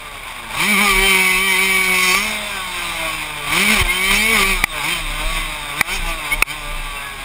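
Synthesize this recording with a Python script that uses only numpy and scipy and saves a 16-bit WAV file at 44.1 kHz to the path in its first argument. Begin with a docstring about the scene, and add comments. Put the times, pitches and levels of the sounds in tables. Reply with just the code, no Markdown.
"""Motocross bike from the rider's helmet

A two-stroke climbs a jump, coasts, pulls through a gear change and rolls on with blips of throttle.
Its firings are sums of harmonics coloured by pipe and frame, with noise that puffs once a turn.
The microphone rides on the helmet: a wobbling low tone and rumble are the wind, two low swings of pressure
a bump and a single shudder; decaying modes with a crack are one faint and three sharp knocks on its
plastic housing. Coarse sampling there mirrors the ringing exhaust into a metallic treble."""
import sys
import numpy as np
from scipy import signal
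from scipy.fft import rfft, irfft
from scipy.io import wavfile
from scipy.ndimage import uniform_filter1d

SR = 44100
rng = np.random.default_rng(int(sys.argv[2]) if len(sys.argv) > 2 else 0)


def inscribe(sig):
    """Save sig as 16-bit PCM at rate SR to the path in sys.argv[1].

    A 1-D sig is mono; a 2-D sig holds one channel per row.
    Samples are clipped to [-1, 1] before scaling.
    """
    pcm = np.round(np.clip(np.atleast_2d(sig).T, -1, 1) * 32767)
    wavfile.write(sys.argv[1], SR, pcm.astype(np.int16))


N = 319284
TIME, FREQ = np.arange(N) / SR, np.fft.rfftfreq(N, 1 / SR)
# times at which the slow controls are worked out [s]
STEPS = np.arange(0, N + 128, 128) / SR

# wind rumble at the helmet: (frequency [Hz], relative density [dB per Hz])
WIND_RUMBLE = [(10, -9), (25, -14), (50, 4), (90, -3), (160, -9), (400, -11), (1500, -41), (6000, -70)]
# gusts that shake the helmet: (time [s], half width [s], shudder level [dB])
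GUSTS = [(.99, 0.051, -22), (1.38, .025, -32), (2.9, 0.58, -47), (3.84, 0.038, -20), (4.13, 0.038, -25),
         (4.56, 0.098, -23), (5.08, 0.062, -26), (5.35, 0.11, -24.5), (6.05, .08, -23.5), (6.39, .045, -24),
         (6.78, 0.099, -26)]
# knocks on the housing: (time [s], strength [dB], pitch factor [1])
KNOCKS = [(2.149, -3, 1.0414), (4.6398, 11.5, 0.947), (5.811, 10.5, 0.946), (6.4238, 18, 1.045)]
# modes of the plastic housing before the pitch factor: (frequency [Hz], level [dB], t60 [s])
HOUSING_MODES = [(863, -17.5, 0.037), (1355, -12.5, 0.019), (2142, -5, 0.028), (2405, -0.5, 0.019),
                 (3460, -0.5, 0.0041), (5100, -12, 0.01)]
# low swings of pressure at the helmet, a bump and a single shudder: (time [s], level [dB], half width [s])
PRESSURE_SWINGS = [(3.8196, -9, 0.0031), (5.268, -15, 0.0092)]

# crank speed, one firing a turn, before the wobble: (time [s], rate [firings per second])
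REVS = [(0, 153), (.53, 108), (.68, 206), (.72, 213), (.77, 188), (.82, 209), (.95, 188), (1.07, 195),
        (1.16, 189), (1.3, 187), (1.37, 185), (1.45, 196), (1.56, 184), (1.62, 192), (2.12, 183),
        (2.26, 216), (2.48, 207), (2.6, 188), (2.92, 167), (3.5, 143), (3.64, 204), (3.73, 220),
        (3.79, 188), (3.86, 174), (4.15, 200), (4.24, 219), (4.33, 228), (4.41, 194), (4.5, 193),
        (4.83, 140), (4.92, 177), (5.08, 147), (5.22, 151), (5.3, 163), (5.74, 142), (5.86, 167),
        (5.95, 197), (6.02, 167), (6.1, 168), (6.3, 143), (6.37, 154), (6.46, 135), (6.54, 154),
        (6.65, 146), (6.75, 147.6), (7.24, 135)]
# twists of the throttle, three long pulls and then blips:
# (start [s], length [s], time to open [s], time to shut [s], opening [0-1])
THROTTLE_TWISTS = [(0.497, 1.645, 0.12, 0.19, 0.98), (3.444, 0.37, 0.13, .02, .96),
                   (3.819, 0.704, 0.21, 0.081, .9), (4.809, 0.12, .06, 0.077, 0.69),
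                   (5.75, 0.062, 0.033, 0.018, .4), (5.872, 0.086, 0.045, 0.041, 0.44),
                   (6.06, .05, 0.021, .05, 0.33), (6.31, 0.028, .015, .02, 0.48),
                   (6.45, 0.063, .025, 0.034, 0.8)]
# level curve of the coasting engine, added by share to each layer: (time [s], level [dB])
COASTING = [(0, -8.5), (.47, -8), (2.3, 1.6), (2.65, 0.2), (3.05, 2.4), (3.35, -0.5), (4.7, 0.4),
            (5.35, 1.5), (5.7, -1), (6.2, -0.5), (6.8, -2.5), (7.24, -3.5)]
# stutters as the engine lugs, picks up or over-revs: (time [s], half width [s], added unevenness [0-1])
STUTTERS = [(.1, 0.24, 0.31), (.6, 0.064, 0.25), (.88, .09, 0.16), (2.12, 0.15, 0.08), (3.54, .07, 0.27),
            (3.75, 0.078, 0.43), (4.14, .03, 0.36), (4.4, 0.054, .34), (4.87, 0.049, 0.23)]

# the two lowest harmonics pass the boom of the expansion chamber: (frequency [Hz], level [dB])
BOOM = [(110, -30), (150, -32.5), (185, -35), (214, -27), (236, -27.5), (266, -42), (300, -33.5),
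        (340, -33.5), (385, -31.5), (420, -38.5), (470, -23)]
# honk, the lower firing harmonics, on open and on shut throttle: (frequency [Hz], relative level [dB])
HONK_OPEN = [(570, -14), (760, -9.5), (950, -3), (1050, -5.5), (1160, 6.5), (1300, -20), (1520, -6),
             (1700, -11)]
HONK_SHUT = [(400, -9), (540, -20.5), (630, 0.5), (730, -15.5), (910, -1.5), (990, -8.5), (1120, 6),
             (1300, -16.5), (1480, -5.5), (1630, -7.5), (1750, -31)]
# ring, the upper firing harmonics, on open and on shut throttle: (frequency [Hz], relative level [dB])
RING_OPEN = [(1750, -50), (1900, -10.5), (2020, -6), (2120, -3), (2200, -1.5), (2280, 6), (2440, -7),
             (2630, -6), (2830, -25), (3130, -3.5), (3380, -41), (3650, -14), (4300, -23.5), (5450, -19.5),
             (5800, -29)]
RING_SHUT = [(1750, -27), (2000, -1.5), (2280, 1.5), (2550, 1), (2670, 2), (2860, -23), (3130, 4.5),
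             (3310, -15.5), (3620, 4), (3920, -6.5), (4400, -24), (4750, -11), (5430, -12), (5800, -24)]
# one harmonic catches a resonance of pipe or frame and sings out:
# (time [s], harmonic [order], half width [s], boost [dB])
SWELLS = [(.8, 1, 0.039, 7), (.88, 6, 0.067, 8.5), (1.02, 2, 0.068, 5), (1.35, 5, 0.055, -1),
          (2.16, 6, 0.089, 9.5), (3.7, 1, 0.066, 2.5), (3.9, 12, .02, 16.5), (4.445, 6, 0.0083, 8),
          (6.33, 15, .015, 17), (6.8, 11, 0.062, 8), (6.98, 19, 0.039, 16), (7.07, 12, 0.076, 22)]
# gas noise on open, mechanical noise on shut throttle: (frequency [Hz], relative density [dB per Hz])
GAS_RUSH = [(120, -14), (450, -21), (800, -11), (1120, -4), (1330, -9.5), (1780, -9), (2280, 7), (2800, -5),
            (3130, -1), (3380, -7.5), (3650, -1), (4400, -12.5), (5350, -8.5), (6000, -21)]
CLATTER = [(120, -5), (480, -11.5), (640, -3.5), (1100, 1.5), (1330, -2), (1780, -3), (2300, 7.5),
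           (2880, -3.5), (3720, 2), (4100, -11.5), (4550, -14), (4780, -5.5), (5400, -14), (6000, -14.5)]
# bright, tinny rasp: (frequency [Hz], relative density [dB per Hz])
TINNY = [(1500, -40), (3800, -25), (4300, -39), (4750, 14.5), (5050, -12), (5370, 15.5), (5600, 3),
         (6000, 7)]
# moments when that rasp flares up: (time [s], half width [s], level [dB])
FLARES = [(2.11, 0.11, -24.5), (4.16, 0.013, -23.5), (5.95, 0.017, -29.5), (6.09, 0.016, -38)]
# blat of half-burnt charges in the pipe: (frequency [Hz], relative density [dB per Hz])
BURBLE = [(60, -25), (150, 6), (300, -10), (500, 4), (650, 8), (850, -24), (1150, 16), (1350, -14),
          (2500, -27)]

# how each layer answers the engine, before any trim of its own:
# (shut throttle [dB], open throttle [dB], above cruise [dB per octave], full misfire [dB], coasting share [1])
BOOM_LAW = (-13, 0.5, -1.5, 6, 1.5)
HONK_LAW = (-34.5, -28.5, -2.5, 7, 1)
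RING_LAW = (-28, -14, 3.5, -4.5, 1.63)
RASP_LAW = (-36.5, -30, 2, 14.5, 1.12)

CRUISE_HZ = 190  # firing rate at which the laws add no octave term
# unevenness [0-1] at steady revs, and what each octave below CLEAN_ABOVE_HZ adds
MISFIRE_STEADY, MISFIRE_LOW, CLEAN_ABOVE_HZ = .22, 0.89, 150
HOLD_HZ, EDGE_HZ = 12000, 15500  # coarse sample rate at the microphone, and the band limit


def amp(db):
    """Amplitude of a level in dB."""
    return 10 ** (np.asarray(db) / 20)


def unit(x):
    """Scales to an rms of 1."""
    return x / np.sqrt(np.mean(x ** 2) + 1e-20)


def bell(t, s, width):
    """A smooth rise and fall around the time s."""
    return np.exp(-.5 * ((t - s) / width) ** 2)


def play(table, t=TIME):
    """The columns of a curve table at the times t."""
    s, *columns = np.transpose(table)
    return [np.interp(t, s, column) for column in columns]


def colour(points, hz):
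    """Gain of a spectrum at the frequencies hz."""
    f, db = np.transpose(points)
    return amp(np.interp(np.log(hz + 1), np.log(f + 1), db))


def noise(points, lo, hi):
    """Noise of a given spectrum, with an rms of 1 between lo and hi Hz."""
    spectrum = rfft(rng.standard_normal(N)) * colour(points, FREQ)
    band = irfft(spectrum * (FREQ > lo) * (FREQ < hi), N)
    return irfft(spectrum, N) / np.std(band)


def wander(rate, t=TIME):
    """Slow chance, about rate new values a second."""
    return np.interp(t * rate, np.arange(4096), rng.standard_normal(4096))


def wind(shudder_hz=31.5, drift_hz=3.51, calm_db=-44.0, rumble_db=-53.5, gust_rumble_db=-24,
         lumpy_db=4.5, lump_rate=11):
    """The helmet shudders at its own low resonance under a rumble of turbulence; gusts drive both."""
    gust_steps = sum(amp(db) * bell(STEPS, s, width) for s, width, db in GUSTS)
    gust = np.interp(TIME, STEPS, gust_steps)
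    lumps = amp(lumpy_db * wander(lump_rate))
    cycles = np.cumsum(shudder_hz + drift_hz * wander(18)) / SR
    shudder = np.sqrt(2) * np.sin(2 * np.pi * cycles)
    rumble = noise(WIND_RUMBLE, 55, 115)
    shudder_gain = amp(calm_db) * lumps + gust
    rumble_gain = amp(rumble_db) * lumps + amp(gust_rumble_db) * gust
    return shudder_gain * shudder + rumble_gain * rumble


def pressure_swings():
    """Two low swings of pressure at the helmet, a bump and a single shudder."""
    out = np.zeros(N)
    for s, db, width in PRESSURE_SWINGS:
        out -= amp(db) * (1 - ((TIME - s) / width) ** 2) * bell(TIME, s, width)
    return out


def knocks(crack_db=-8.5, crack_decay=0.0023):
    """Each knock cracks, a noise burst decaying in crack_decay [s], and rings the housing modes."""
    out, t = np.zeros(N), np.arange(4096) / SR
    for s, strength_db, pitch in KNOCKS:
        ring = sum(amp(db - 60 * t / t60) * np.sin(2 * np.pi * hz * pitch * t)
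                   for hz, db, t60 in HOUSING_MODES)
        crack = amp(crack_db) * rng.standard_normal(len(t)) * np.exp(-t / crack_decay)
        out[round(s * SR):][:len(t)] += amp(strength_db) * (ring + crack)
    return out


def throttle_at(t=TIME):
    """Each twist opens the throttle, holds it and lets it fall shut."""
    twists = []
    for s, length, rise, fall, opening in THROTTLE_TWISTS:
        opened = np.clip((STEPS - s) / rise, 0, 1)
        still_open = np.clip(1 - (STEPS - s - length) / fall, 0, 1)
        twists.append(opening * opened * still_open)
    return np.interp(t, STEPS, np.clip(np.max(twists, axis=0), 0, 1))


def misfire_at(t=TIME):
    """A two-stroke fires unevenly when its revs sink low, and in short stutters."""
    low = np.maximum(np.log2(CLEAN_ABOVE_HZ / play(REVS, STEPS)[0]), 0)
    stutter = sum(depth * bell(STEPS, s, width) for s, width, depth in STUTTERS)
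    return np.interp(t, STEPS, np.clip(MISFIRE_STEADY + MISFIRE_LOW * low + stutter, 0, 1))


def level(law, t=TIME):
    """Gain of a layer from throttle, revs and misfire."""
    shut_db, open_db, octave_db, misfire_db, coast_share = law
    throttle = throttle_at(STEPS)
    octaves = np.log2(play(REVS, STEPS)[0] / CRUISE_HZ)
    coasting_db = shut_db + coast_share * play(COASTING, STEPS)[0]
    db = throttle * open_db + (1 - throttle) * coasting_db
    db += octave_db * octaves + misfire_db * misfire_at(STEPS)
    return np.interp(t, STEPS, amp(db))


def crank(jitter=0.015, scatter=0.31, wobble=0.002973, wobble_rate=18):
    """Turns of the crank and strength of each firing; ruts wobble the speed, misfires scatter both."""
    turns = np.cumsum(play(REVS)[0] * (1 + wobble * wander(wobble_rate))) / SR
    misfire = misfire_at()
    late, strong = (np.interp(turns, np.arange(4096), rng.standard_normal(4096)) for _ in range(2))
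    return turns + jitter * misfire * late, np.abs(1 + scatter * misfire * strong)


def puffs(turns, shut_depth=0.1, open_depth=0.19):
    """Gas noise swells once with every turn of the crank, more deeply on open throttle."""
    depth = shut_depth + (open_depth - shut_depth) * throttle_at()
    return unit(np.exp(depth * np.cos(2 * np.pi * turns)))


def burble(burble_db=-2):
    """Late, half-burnt charges blat in the pipe when the firing is most uneven."""
    blat = noise(BURBLE, 600, 1300)
    return amp(burble_db) * level(HONK_LAW) * misfire_at() ** 2 * blat


def flares():
    """Short bursts of bright rasp."""
    hiss = noise(TINNY, 3400, 5600)
    return hiss * sum(amp(db) * bell(TIME, s, width) for s, width, db in FLARES)


def rasp(rasp_db=-2):
    """Gas rushes on open throttle; with the throttle shut, piston and chain clatter take over."""
    throttle = throttle_at()
    gas, clatter = noise(GAS_RUSH, 3400, 5600), noise(CLATTER, 3400, 5600)
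    mix = np.sqrt(throttle) * gas + np.sqrt(1 - throttle) * clatter
    return amp(rasp_db) * level(RASP_LAW) * mix


def firing_tones(turns, fade_db=5.0, boom_fade_db=2.5, honk_swing_db=2.0, fade_rate=20,
                 sway=0.23, sway_limit=2.0, count=38):
    """Harmonics of the firings slide through the fixed resonances of pipe and frame."""
    t = STEPS
    order = np.arange(1, count + 1)[:, None]
    hz, throttle = order * play(REVS, t)[0], throttle_at(t)
    # ground reflections shift as the rider moves, so each harmonic fades in and out on its own
    drift = np.array([wander(fade_rate, t) for _ in order])
    upper = np.clip((hz - 1650) / 200, 0, 1)  # crossover from honk to ring

    def group(opened, shut, share, law):
        """Harmonic amplitudes of one group, whose total power follows the law."""
        resonance = colour(opened, hz) ** throttle * colour(shut, hz) ** (1 - throttle)
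        size = resonance * share * amp(fade_db * drift)
        return level(law, t) * size / np.linalg.norm(size, axis=0)

    size = group(RING_OPEN, RING_SHUT, upper, RING_LAW)
    honk = group(HONK_OPEN, HONK_SHUT, (1 - upper) * (order > 2), HONK_LAW)
    size += honk * amp(honk_swing_db * wander(fade_rate / 2, t))
    size[:2] = level(BOOM_LAW, t) * colour(BOOM, hz[:2]) * amp(boom_fade_db * drift[:2])
    for s, k, width, db in SWELLS:
        size[round(k) - 1] *= amp(db * bell(t, s, width))

    tones = np.zeros(N)
    for k, height in enumerate(size, 1):
        phase = 2 * np.pi * (k * turns + rng.random())
        phase += sway * min(k / 10, sway_limit) * wander(2 * fade_rate)  # sway in radians
        tones += np.sqrt(2) * np.interp(TIME, t, height) * np.cos(phase)
    return tones


def engine(clean_share=0.58, surge_db=0.99, surge_rate=18):
    """Every layer follows the strength of each firing and surges a little; misfires weaken the tones."""
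    turns, strength = crank()
    steadiness = np.sqrt(np.clip(1 - (1 - clean_share) * misfire_at(), 0, 1))
    tones = firing_tones(turns) * steadiness
    gas_noise = puffs(turns) * (rasp() + flares() + burble())
    return amp(surge_db * wander(surge_rate)) * strength * (tones + gas_noise)


def scene():
    """Wind, pressure swings and knocks at the helmet, with the engine close below."""
    return (wind() + pressure_swings() + knocks() + engine())[None]


def limiter(x, threshold_db=-7, recover_db_per_s=190, lag=0.0045):
    """Gain drops a few ms after an overload and then climbs back."""
    level_db = 10 * np.log10(np.abs(uniform_filter1d(x ** 2, 132)) + 1e-12)
    fall = TIME * recover_db_per_s
    held_db = np.maximum.accumulate(level_db + fall) - fall  # each peak decays at the recovery rate
    over_db = np.maximum(held_db - threshold_db, 0)
    return x / amp(np.interp(TIME - lag, TIME, uniform_filter1d(over_db, size=176)))


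def record(dry, ceiling=1.0):
    """Limiter and clipping, then coarse held samples that mirror the spectrum upward; last the band limit."""
    clipped = np.clip(limiter(dry[0]), -ceiling, ceiling)
    lowpass = np.clip((HOLD_HZ / 2 + 100 - FREQ) / 500, 0, 1)
    narrow = irfft(rfft(clipped) * lowpass, N)
    sampled = narrow * (1 + 2 * np.cos(2 * np.pi * HOLD_HZ * TIME))  # first mirror images only
    held = irfft(rfft(sampled) * np.sinc(FREQ / HOLD_HZ), N)  # treble loss of a held sample
    band_limit = signal.firwin(161, EDGE_HZ, window=("kaiser", 8), fs=SR)
    return signal.oaconvolve(held, band_limit, "same")[None]


dry = scene()
out = record(dry)
inscribe(out)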